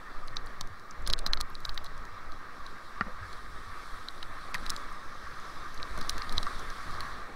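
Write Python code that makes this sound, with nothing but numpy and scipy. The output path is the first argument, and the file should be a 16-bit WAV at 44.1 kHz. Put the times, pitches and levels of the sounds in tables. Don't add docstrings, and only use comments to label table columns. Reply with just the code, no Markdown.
import sys
import numpy as np
from scipy import signal
from scipy.fft import rfft, irfft, next_fast_len
from scipy.io import wavfile
from scipy.ndimage import uniform_filter1d, map_coordinates

SR = 44100
rng = np.random.default_rng(int(sys.argv[2]) if len(sys.argv) > 2 else 0)


def digitize_waveform(pressure):
    field = np.atleast_2d(pressure).T
    bounded = np.clip(field, -1, 1)
    quanta = np.round(bounded * 32767).astype(np.int16)
    wavfile.write(sys.argv[1], SR, quanta)


def how_loud(loudness_db):
    steps = np.asarray(loudness_db, float) / 20
    return 10 ** steps


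N = 324135

# (frequency [Hz], density [dB/Hz])
HISS = [(2000, -22), (3000, -11), (6500, -4.5), (11000, -11), (14000, -9.5), (15400, -10), (16500, -8)]
# (time [s], roar [dB], whiteness of nearest water [dB])
COURSE = [(0, -48.5, -3), (.49, -47, -3), (.76, -50, -3), (1, -47.5, -4.5), (1.37, -48.5, -6),
          (1.65, -49, 0), (2.03, -47.5, -3.5), (2.5, -47.5, -2), (3.5, -47.5, 0), (4.03, -45.5, 1.5),
          (4.3, -46, -1.5), (4.69, -44, 0.5), (4.9, -45.5, -0.5), (5.65, -45, 0), (6.24, -42, 0),
          (6.65, -42, 1.5), (7.06, -42.5, -0.5), (7.35, -46.5, -3)]
# (frequency [Hz], width [Hz], level [dB])
CAVITY = [(1190, 316, 2), (1597, 250, -4.5), (1840, 217, -6), (2147, 510, -13.5), (2690, 150, -22.5)]
# (frequency [Hz], width [Hz], level [dB])
PORT = [(3460, 990, -0.5), (3980, 1030, 2), (4650, 740, -2.5), (5320, 710, -3), (5800, 430, -6)]
# (frequency [Hz], density [dB/Hz])
FOAM = [(4500, -37), (6000, 1.5), (7000, -1), (8500, 0), (9300, -2.5), (10200, -2), (11200, -4.5),
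        (12200, -9), (14500, -10), (16500, -17)]
# (frequency [Hz], density [dB/Hz])
CHURN = [(40, -41), (60, -3), (74, 5.5), (92, 9), (112, 0.5), (160, 2.5), (300, 1), (800, -0.5),
         (1050, -10.5), (2500, -35), (5000, -45)]
# (time [s], half length [s], level [dB], pitch [Hz])
CRESTS = [
    (3.45, 0.41, -89, 9200),
    (4.1, 1, -74.5, 8500),
    (4.2, .75, -77, 9300),
    (5.397, 0.66, -68, 5100),
    (6.4, 0.64, -73, 7100),
    (6.4, 0.61, -71, 9200),
]
# (frequency [x pitch], width [x pitch], level [dB])
FIZZ = [(.98, .09, 3), (1.2, .12, 0)]
# (time [s], half length [s], bob [dB], judder [dB])
JOLTS = [(0.298, 0.17, -30, -55), (0.18, 0.016, -42, -47), (0.43, 0.075, -44, -42.5),
         (0.635, 0.048, -29.5, -52), (1.017, 0.052, -27.5, -37.5), (1.105, 0.029, -19, -34),
         (1.26, 0.12, -20.5, -45), (1.4, 0.069, -39, -44), (1.712, 0.18, -29, -52),
         (1.974, 0.1, -36.5, -47), (2.31, 0.076, -32.5, -51), (2.65, 0.086, -39, -55),
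         (3.084, 0.15, -41.5, -50), (3.548, 0.3, -41, -48.5), (3.937, 0.014, -29, -52),
         (4.257, 0.14, -34, -53), (4.648, 0.12, -30, -46), (4.902, 0.066, -35.5, -53),
         (5.094, 0.065, -39.5, -57), (5.393, 0.26, -44, -61), (5.613, 0.045, -35, -59),
         (5.796, 0.082, -30, -46), (6.013, 0.088, -24.5, -53), (6.166, 0.049, -30.5, -41),
         (6.373, 0.09, -21.5, -41), (6.566, 0.047, -30, -41.5), (6.687, 0.048, -32.5, -46),
         (6.95, 0.12, -34, -46), (7.2, 0.16, -47, -54)]
# (frequency [Hz], density [dB/Hz])
BOB = [(2, -14), (5, -4.5), (10, 3.5), (14, -6.5), (20, -17.5), (28, -45)]
# (frequency [Hz], density [dB/Hz])
JUDDER = [(14, -13), (22, 2.5), (31, -9), (45, -4), (62, -20), (90, -22), (200, -44)]
# (time [s], peak [dB], pitch [Hz])
SLAPS = [(0.3, -46.5, 104), (0.616, -45.5, 96), (0.697, -41.5, 90), (1.005, -34.5, 55), (1.086, -26, 30),
         (1.285, -35, 45), (1.685, -34, 36), (1.81, -43, 62.3), (1.87, -51, 149), (1.661, -47, 98),
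         (2.116, -46, 92), (3.01, -42, 75), (3.208, -36, 90), (3.666, -43, 87), (4.619, -50, 83),
         (4.3, -48, 90), (5.23, -42.5, 62), (5.32, -50.5, 130), (5.6, -48, 69.6), (5.895, -34, 48),
         (5.94, -41, 66), (5.99, -48, 139), (6.125, -36, 30), (6.365, -39, 80), (6.618, -52, 110),
         (6.769, -48.5, 87), (6.933, -43, 96.5), (7.12, -43, 58)]
# (time [s], peak [dB])
PADDLE = [
    (3.0103, -13),
    (3.017, -27),
]
# (frequency [Hz], width [Hz], level [dB])
SHAFT = [(110, 72, -7.5), (206, 70, 1), (396, 85, -11), (730, 230, -11.5), (1180, 135, 0), (1375, 160, 2.5),
         (1850, 285, -0.5), (2420, 180, -17), (2820, 190, -17.5)]
# (time [s], peak [dB], pitch [Hz], ring [ms])
BLUPS = [
    (5.975, -40, 600, 7.2),
    (6.468, -21.5, 1170, 9.4),
    (6.478, -32, 1317, 10),
    (3.066, -39, 197, 22),
    (3.082, -37, 505, 27),
    (5.27, -34.5, 1140, 7.1),
]
# (time [s], peak [dB], pitch [Hz])
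FLECKS = [(0.2753, -44, 5500), (.2765, -49, 9500), (.3615, -43, 6000), (.461, -47, 7000),
          (.465, -49, 10500), (.617, -39, 4000), (.618, -52, 8500), (1.022, -52, 6500), (1.0665, -36, 3500),
          (1.0795, -38, 6200), (1.082, -39, 10000), (1.0915, -47, 5600), (1.104, -37, 4200),
          (1.1095, -40, 5800), (1.143, -47, 6000), (1.181, -38, 4000), (1.192, -32, 4000),
          (1.207, -56, 8700), (1.267, -33, 5000), (1.273, -42, 6000), (1.283, -48, 4000),
          (1.329, -40, 6000), (1.343, -46, 12000), (1.345, -49, 9000), (1.380, -44, 4000),
          (1.4135, -42, 6000), (1.546, -48, 5500), (1.550, -50, 9500), (1.648, -44, 5500),
          (1.656, -48, 8000), (1.660, -46, 7000), (1.698, -42, 4000), (1.749, -51, 11000),
          (1.753, -50, 9000), (1.781, -47, 5000), (1.8415, -44, 11500), (1.855, -42, 6000),
          (3.009, -39, 4600), (4.545, -30, 2500), (4.547, -36, 4500), (4.552, -36, 2380),
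          (4.634, -44, 3500), (4.705, -40, 8000), (4.777, -42, 6000), (4.928, -48, 7500),
          (5.744, -40.5, 5700), (5.746, -49, 10500), (5.823, -48, 9000), (6.017, -37, 4500),
          (6.028, -36, 4500), (6.104, -38, 8500), (6.328, -43, 10000), (6.383, -44, 10000),
          (6.433, -35, 4000), (6.467, -38, 4700), (6.594, -38, 6000), (1.1005, -39, 643),
          (1.2645, -40, 600), (1.652, -44, 700), (4.544, -35, 910)]
# (time [s], peak [dB], pitch [Hz])
MORE_FLECKS = [(.6095, -46, 14500), (1.0995, -44, 14500), (1.134, -42, 15000), (1.263, -39, 14800),
               (1.267, -44, 14800), (1.604, -52, 13000), (1.6935, -47, 14800), (1.697, -53, 15000),
               (1.7765, -46, 15000), (1.782, -49, 15000), (1.651, -52, 13500), (6.090, -50, 15000),
               (6.105, -48, 15000), (6.294, -50, 14500), (6.328, -47, 14000), (6.380, -43, 15000),
               (1.0995, -38, 2300), (1.189, -40, 2800), (1.6928, -35, 3200), (1.7762, -37, 3000),
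               (1.3332, -30.5, 3260), (4.2275, -33, 2970), (6.2195, -33.5, 2000), (5.8, -34, 2500),
               (7.006, -42, 3500), (1.651, -34, 5100), (0.91, -34, 5400), (6.0945, -22.5, 5350),
               (.6097, -35, 6000), (1.1895, -34, 7500), (4.763, -41, 7200), (1.410, -27, 7900),
               (1.0742, -28, 10500), (6.0945, -27, 9500), (6.0948, -32, 6000), (4.6, -52, 9700),
               (4.0848, -54, 12000), (4.7635, -55, 11000), (5.4, -45, 7000), (6.3795, -40, 6700),
               (4.7008, -29, 8700), (4.546, -31, 1120), (3.024, -34, 1500), (1.5, -49, 11600), (1.66, -49, 11500),
               (4.108, -50, 8000), (6.180, -36, 4800)]
# (time [s], peak [dB], pitch [Hz], thud re peak [dB])
KNOCKS = [(0.3662, -34, 1180, -14), (0.611, -31.5, 1020, -8), (1.0746, -30, 1540, -6),
          (1.1, -28, 1160, -6.5), (1.127, -36, 1490, -10), (1.1344, -26, 1330, -19),
          (1.264, -29, 1570, -4.5), (1.3337, -25, 1590, -26), (1.3718, -30.5, 1100, -22),
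          (1.404, -28.5, 1150, -12), (1.651, -34.5, 1240, -18), (1.693, -32.5, 1090, -18),
          (1.776, -31, 1630, -18), (3.0695, -33.5, 1160, -2), (4.0858, -38, 1290, -28),
          (4.229, -33, 1200, -21), (4.5436, -22.5, 2000, -26), (4.5498, -22.5, 1770, -15.5),
          (4.6628, -34, 1870, -11), (4.696, -30.5, 1560, -25), (5.9803, -33, 1190, 1.5),
          (6.0142, -29.5, 1190, -5), (6.097, -33, 1310, -9), (6.18, -30.5, 1590, -13),
          (6.2923, -41, 1120, -5), (6.38, -30, 1090, -22)]
# (time [s], ring peak [dB], crackle [dB], scrape [ms])
TAPS = [(0.2807, -31.5, -55, 1.5), (.367, -20.5, -45, 1.5), (0.6095, -23.5, -31.5, 1.5),
        (1.0739, -19, -22, 1.35), (1.0994, -18, -31, 1.2), (1.1343, -8, -37, 0.92), (1.263, -15, -32, 2.3),
        (1.3329, -9, -32, 1.2), (1.3723, -26, -66, 1.6), (1.41, -17.5, -24.5, 1.1), (1.5515, -27, -49, 1),
        (1.6509, -19, -43, 1.2), (1.6923, -24, -48, 1.1), (2.3196, -36, -45, 0.95), (3.008, -36, -69, 1.3),
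        (4.0845, -22, -45, 0.84), (4.2274, -26, -42, 1.4), (4.663, -24, -39, 1.2), (4.6958, -22, -29, 1.1),
        (4.7012, -21, -21.5, 1.7), (4.763, -24, -34, 1), (5.7755, -32.5, -63, 1.1),
        (5.828, -23.5, -49, 0.93), (6.0944, -14.5, -21.5, 1.2), (6.1795, -31.5, -36, 1.4),
        (6.219, -24.5, -60, 1.2), (6.2933, -25.5, -44, 1.4), (6.3795, -13, -40, 0.77),
        (6.701, -31, -40, 1.3), (7.005, -24.5, -34, 1.2)]
# (time [s], ring peak [dB], crackle [dB], scrape [ms])
SCUFFS = [(1.063, -32, -67, 2.8), (1.090, -40, -73, 2.1), (1.108, -31, -50, 1.4), (1.129, -33, -36, 1.2),
          (1.133, -39, -35.5, 1.8), (1.271, -31, -50, 2.1), (1.329, -41, -58, 3.1), (1.340, -54, -60, 3.4),
          (1.403, -30, -45, 2.8), (4.547, -42, -47, 5.6), (4.706, -45, -51, 1.2), (6.097, -32, -59, 3),
          (6.371, -35, -57, 7.2)]
# (time [s], ring peak [dB], crackle [dB], scrape [ms])
MORE_TAPS = [(.4693, -37.5, -53, 1.6), (.6724, -50, -46, 1.3), (.7957, -50, -48, 1.6), (1.189, -29, -34, 2.6),
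             (1.503, -47, -73, 1.3), (1.603, -43, -50, 1.3), (1.7436, -45, -44, 1.5), (1.7756, -23, -48, 1.3),
             (1.8437, -37, -41.5, 1.8), (1.8602, -34.5, -53, 3), (1.866, -37.5, -57, 1.4),
             (1.977, -52, -46, 2.3), (2.0517, -48, -44.5, 1.9), (2.663, -35, -49, 2.3),
             (3.328, -39.5, -45.5, 4), (4.1784, -41, -64, 1.3), (4.5428, -23.5, -28, 2.4),
             (4.556, -36, -52, 1.3), (4.5806, -38, -57, 1.6), (4.6574, -50, -45, 1.4),
             (5.9757, -41, -37.5, 2.9), (5.9873, -32, -37, 1.2), (6.011, -30, -37, 2.8),
             (6.3232, -32, -36, 2.1), (6.4287, -28, -34, 2), (6.595, -46, -40, 1.3), (6.9092, -41, -43, 1.3)]
# (frequency [Hz], width [Hz], level [dB])
TAPPED_PORT = [(2090, 1160, -19), (3360, 610, -10), (4000, 580, 1), (4500, 820, -4), (5100, 540, -12),
               (5950, 430, -11.5)]
# (frequency [Hz], density [dB/Hz])
CRACKLE = [(900, -102), (3500, 7), (5600, 10), (7100, 0.5), (9600, 2), (11000, 3), (12500, -2.5),
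           (14000, -12), (15300, -7), (16500, -2)]
# (from [s], to [s], low [Hz], high [Hz])
DROPOUTS = [(.348, .358, 2600, 7200), (.479, .485, 9500, 16500), (.602, .606, 5500, 16500),
            (.622, .627, 5500, 16500), (1.058, 1.068, 8300, 16500), (1.086, 1.097, 9000, 16500),
            (1.086, 1.089, 2800, 9000), (1.1155, 1.1245, 2700, 16500), (1.143, 1.160, 9300, 16500),
            (1.146, 1.159, 2800, 7000), (1.197, 1.203, 4500, 16500), (1.202, 1.206, 3000, 4500),
            (1.251, 1.260, 8800, 16500), (1.254, 1.2595, 2800, 8800), (1.315, 1.326, 3300, 8300),
            (1.316, 1.328, 9000, 16500), (1.3935, 1.399, 4300, 16500), (1.535, 1.545, 3500, 4800),
            (1.613, 1.622, 10500, 12500), (1.664, 1.672, 14000, 16500), (1.663, 1.667, 2800, 5500),
            (1.685, 1.690, 11500, 12800), (1.709, 1.714, 3000, 4700), (1.758, 1.773, 12500, 16500),
            (1.766, 1.773, 3000, 6500), (1.826, 1.839, 10000, 16500), (4.528, 4.5375, 6200, 16500),
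            (4.689, 4.695, 9000, 14500), (4.687, 4.694, 7000, 7800), (6.083, 6.0905, 6500, 12500),
            (6.187, 6.190, 11500, 16500), (6.988, 6.993, 9000, 16500), (6.298, 6.303, 13500, 16500),
            (6.366, 6.375, 13800, 16500), (6.392, 6.399, 13500, 16500), (4.092, 4.099, 13000, 14000)]
# (frequency [Hz], gain [dB])
BAND = [(0, 0), (15700, 0), (15800, -34), (16450, -36), (16550, -80), (22050, -80)]


def unit(x):
    return x / np.sqrt(np.mean(x ** 2) + 1e-20)


def curves(rows):
    time_s, *cols = np.transpose(rows)
    return [np.interp(np.arange(N) / SR, time_s, c) for c in cols]


def wobble(rate_hz):
    knots = rng.standard_normal(int(N * rate_hz / SR) + 4)
    return map_coordinates(knots, [np.arange(N) * rate_hz / SR])


def filtered(x, response):
    m = next_fast_len(x.shape[-1] + 8192)
    return irfft(rfft(x, m) * response(np.fft.rfftfreq(m, 1 / SR)), m)[..., :x.shape[-1]]


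def colour(points):
    f, db = np.transpose(points)
    return lambda hz: how_loud(np.interp(np.log(hz + 1), np.log(f + 1), db, left=-120, right=-120))


def modes(table):
    def power(f, hz, width_hz, db):
        detune = (hz * hz - f * f) / (f * width_hz + 1e-9)
        return how_loud(2 * db) / (1 + detune ** 2) ** 2
    return lambda f: np.sqrt(sum(power(f, *row) for row in table))


def causal(gain):
    cep = irfft(np.log(gain + 1e-5))
    half = cep.shape[-1] // 2
    fold = np.r_[1, np.full(half - 1, 2.), 1, np.zeros(half - 1)]
    return np.exp(rfft(cep * fold))


def contacts(times_s, scrape_ms, response, peaks_db, sharp, count):
    t = np.arange(count) / SR - .006
    blow_s = .0012
    fade = 1000 * (t - blow_s) / np.clip(scrape_ms, .2, 15)[:, None]
    creep = 0.33 * np.exp(-1.2 * np.abs(fade))
    push = rng.standard_normal(fade.shape) * np.where(fade > 0, np.exp(-np.abs(fade)), creep)
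    push += sharp * np.exp(-.5 * ((t - blow_s) / .00003) ** 2)
    hz = np.fft.rfftfreq(2 * count, 1 / SR)
    hits = irfft(rfft(push, 2 * count) * causal(response(hz)))[:, :count]
    hits *= np.cos(np.pi / 2 * np.arange(count) / count)
    hits *= (how_loud(peaks_db) / np.abs(hits).max(axis=1))[:, None]
    where = np.round((times_s + t[0]) * SR).astype(int)[:, None] + np.arange(count)
    return np.bincount(where.ravel(), hits.ravel(), N + SR)[:N]


def hiss():
    return how_loud(-73.0) * unit(filtered(rng.standard_normal(N), colour(HISS)))


def water(response, patchy_db, surge_db, drops_db, drops_per_s):
    z = signal.stft(rng.standard_normal(N + 512), nperseg=512)[2]
    field = uniform_filter1d(rng.standard_normal(z.shape), size=5, axis=0)
    field = uniform_filter1d(field, size=8, axis=1)
    rush = signal.istft(z * how_loud(patchy_db * unit(field)), nperseg=512)[1][:N]
    size = rng.standard_normal(N) * how_loud(3.2 * np.minimum(rng.exponential(size=N), 2.5))
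    drops = unit((rng.random(N) < drops_per_s / SR) * size)
    mix = unit(rush) + how_loud(drops_db) * drops
    return unit(filtered(mix * how_loud(surge_db * wobble(14)), response))


def jolts():
    t = np.arange(0, N, 64) / SR
    time_s, half_s, bob_db, judder_db = np.transpose(JOLTS)
    swell = np.exp(-((t - time_s[:, None]) / half_s[:, None]) ** 2)
    bob = how_loud(-50) + how_loud(bob_db) @ swell
    judder = how_loud(-57.5) + how_loud(judder_db) @ swell
    return [np.interp(np.arange(N) / SR, t, r) for r in (bob, judder)]


def rapids():
    roar_db, white_db = curves(COURSE)
    splash_db = roar_db - 12.5 + white_db
    foam_db = roar_db - 22 + 1.3 * white_db
    roar = how_loud(roar_db - .2) * water(modes(CAVITY), patchy_db=1.6, surge_db=.8, drops_db=-10, drops_per_s=1200)
    splash = how_loud(splash_db) * water(modes(PORT), patchy_db=1.6, surge_db=.7, drops_db=-11, drops_per_s=700)
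    foam = how_loud(foam_db) * water(colour(FOAM), patchy_db=1.8, surge_db=.9, drops_db=-11, drops_per_s=700)
    stirred = how_loud(roar_db - 9) + how_loud(-34) * jolts()[0]
    churn = stirred * water(colour(CHURN), patchy_db=2.0, surge_db=0.44, drops_db=-8.5, drops_per_s=400)
    return how_loud(.6 * wobble(6)) * (roar + churn + splash + foam)


def crest():
    total = np.zeros(N)
    for time_s, half_s, db, pitch_hz in CRESTS:
        near = np.exp(-((np.arange(N) / SR - time_s) / half_s) ** 4 + .14 * wobble(4.1))
        bands = [(c * pitch_hz, w * pitch_hz, level_db) for c, w, level_db in FIZZ]
        total += how_loud(db) * near * unit(filtered(rng.standard_normal(N), modes(bands)))
    return total


def steady(x, window_s):
    return x / np.sqrt(np.abs(uniform_filter1d(x ** 2, int(window_s * SR))) + 0.3)


def helmet():
    bob_size, judder_size = jolts()
    bob = unit(filtered(rng.standard_normal(N), colour(BOB)))
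    judder = unit(filtered(rng.standard_normal(N), colour(JUDDER)))
    return bob_size * steady(bob, 0.093) + judder_size * steady(judder, 0.117)


def hull():
    time_s, db, hz = np.transpose(SLAPS)[..., None]
    rise_s, t60_s = 0.0092, 0.19
    t = np.arange(N)[::8] / SR - time_s
    decay = how_loud(db + 4.0 - 60 * np.abs(t) / t60_s)
    rise = 1 - np.exp(-(np.clip(t, 0, 1) / rise_s) ** 2)
    boom = decay * rise * np.sin(2 * np.pi * hz * t)
    return signal.resample_poly(boom.sum(0), 8, 1)[:N]


def paddle():
    time_s, db = np.transpose(PADDLE)
    return contacts(time_s - .0012, np.full(len(time_s), .8), modes(SHAFT), db, sharp=12, count=2048)


def blups():
    time_s, db, hz, ring_ms = np.transpose(BLUPS)[..., None]
    width_hz = 550 / ring_ms
    pocket = modes([(hz, width_hz, 0), (1.17 * hz, width_hz, -5), (hz, 500, -17)])
    splat_ms = np.full(len(time_s), 1.5)
    return contacts(time_s[:, 0] - .0015, splat_ms, pocket, db[:, 0] - .8, sharp=3.1, count=4096)


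def flecks():
    time_s, db, hz = np.transpose(FLECKS + MORE_FLECKS)
    width_hz = 0.41 * np.minimum(hz, 7000)
    band = modes([(hz[:, None], width_hz[:, None], 0)])
    return contacts(time_s - .0012, np.full(len(time_s), 1.7), band, db, sharp=1.1, count=1024)


def knocks():
    time_s, db, hz, thud_db = np.transpose(KNOCKS)
    blow_ms, thud_hz = np.full(len(time_s), 5.4), 174
    pitch = modes([(hz[:, None], 1100, 0)])
    near = lambda f: (modes(CAVITY)(f) + 2.7 / (1 + (f / 2600) ** 4)) * pitch(f)
    dull = modes([(thud_hz, 110, 0), (0.77 * thud_hz, 130, -4), (650, 600, -12)])
    ring = contacts(time_s - .0008, blow_ms, near, db - 0.5, sharp=2.84, count=2048)
    thud = contacts(time_s - .0008, 3.0 * blow_ms, dull, db + thud_db - .8, sharp=10.4, count=2048)
    return ring + thud


def struck(time_s, ring_db, crackle_db, scrape_ms, wall_hz):
    wall = modes([(wall_hz, 5000, 0)])
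    spot = lambda f: colour(CRACKLE)(f) * (1.0 + wall(f))
    ring = contacts(time_s, scrape_ms, modes(TAPPED_PORT), ring_db - .8, sharp=2.3, count=2048)
    crackle = contacts(time_s, 0.76 * scrape_ms, spot, crackle_db + 4.0, sharp=2.34, count=2048)
    return ring + crackle


def scuffs():
    time_s, ring_db, crackle_db, scrape_ms = np.transpose(SCUFFS)
    ring = contacts(time_s, scrape_ms, modes(TAPPED_PORT), ring_db - .8, sharp=0, count=2048)
    return ring + contacts(time_s, scrape_ms, colour(CRACKLE), crackle_db + 10.0, sharp=0, count=2048)


def ticks():
    taps = struck(*np.transpose(TAPS), wall_hz=7100)
    more_taps = struck(*np.transpose(MORE_TAPS), wall_hz=7160)
    return taps + more_taps + scuffs()


def scene():
    background = hiss() + rapids() + crest()
    motion = helmet() + hull() + paddle()
    case = blups() + flecks() + knocks() + ticks()
    return (background + motion + case)[None]


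def dropouts(x):
    hz, t, z = signal.stft(x, SR, nperseg=128, noverlap=96)
    keep = np.ones(z.shape[-2:])
    luck = np.repeat(rng.random((len(DROPOUTS), 33)), 2, axis=1)[:, :len(hz)]
    for (start_s, end_s, low_hz, high_hz), chance in zip(DROPOUTS, luck):
        silent = (hz > low_hz) & (hz < high_hz) & (chance > .07)
        keep[np.ix_(silent, (t > start_s) & (t < end_s))] = how_loud(-35)
    return signal.istft(z * keep, SR, nperseg=128, noverlap=96)[1][..., :N]


def band_limit(x):
    return signal.sosfilt(signal.butter(12, 16920, fs=SR, output="sos"), x)


def record(dry):
    limited = filtered(dropouts(dry), colour(BAND))
    return band_limit(limited + .0063)


dry = scene()
out = record(dry)
digitize_waveform(out)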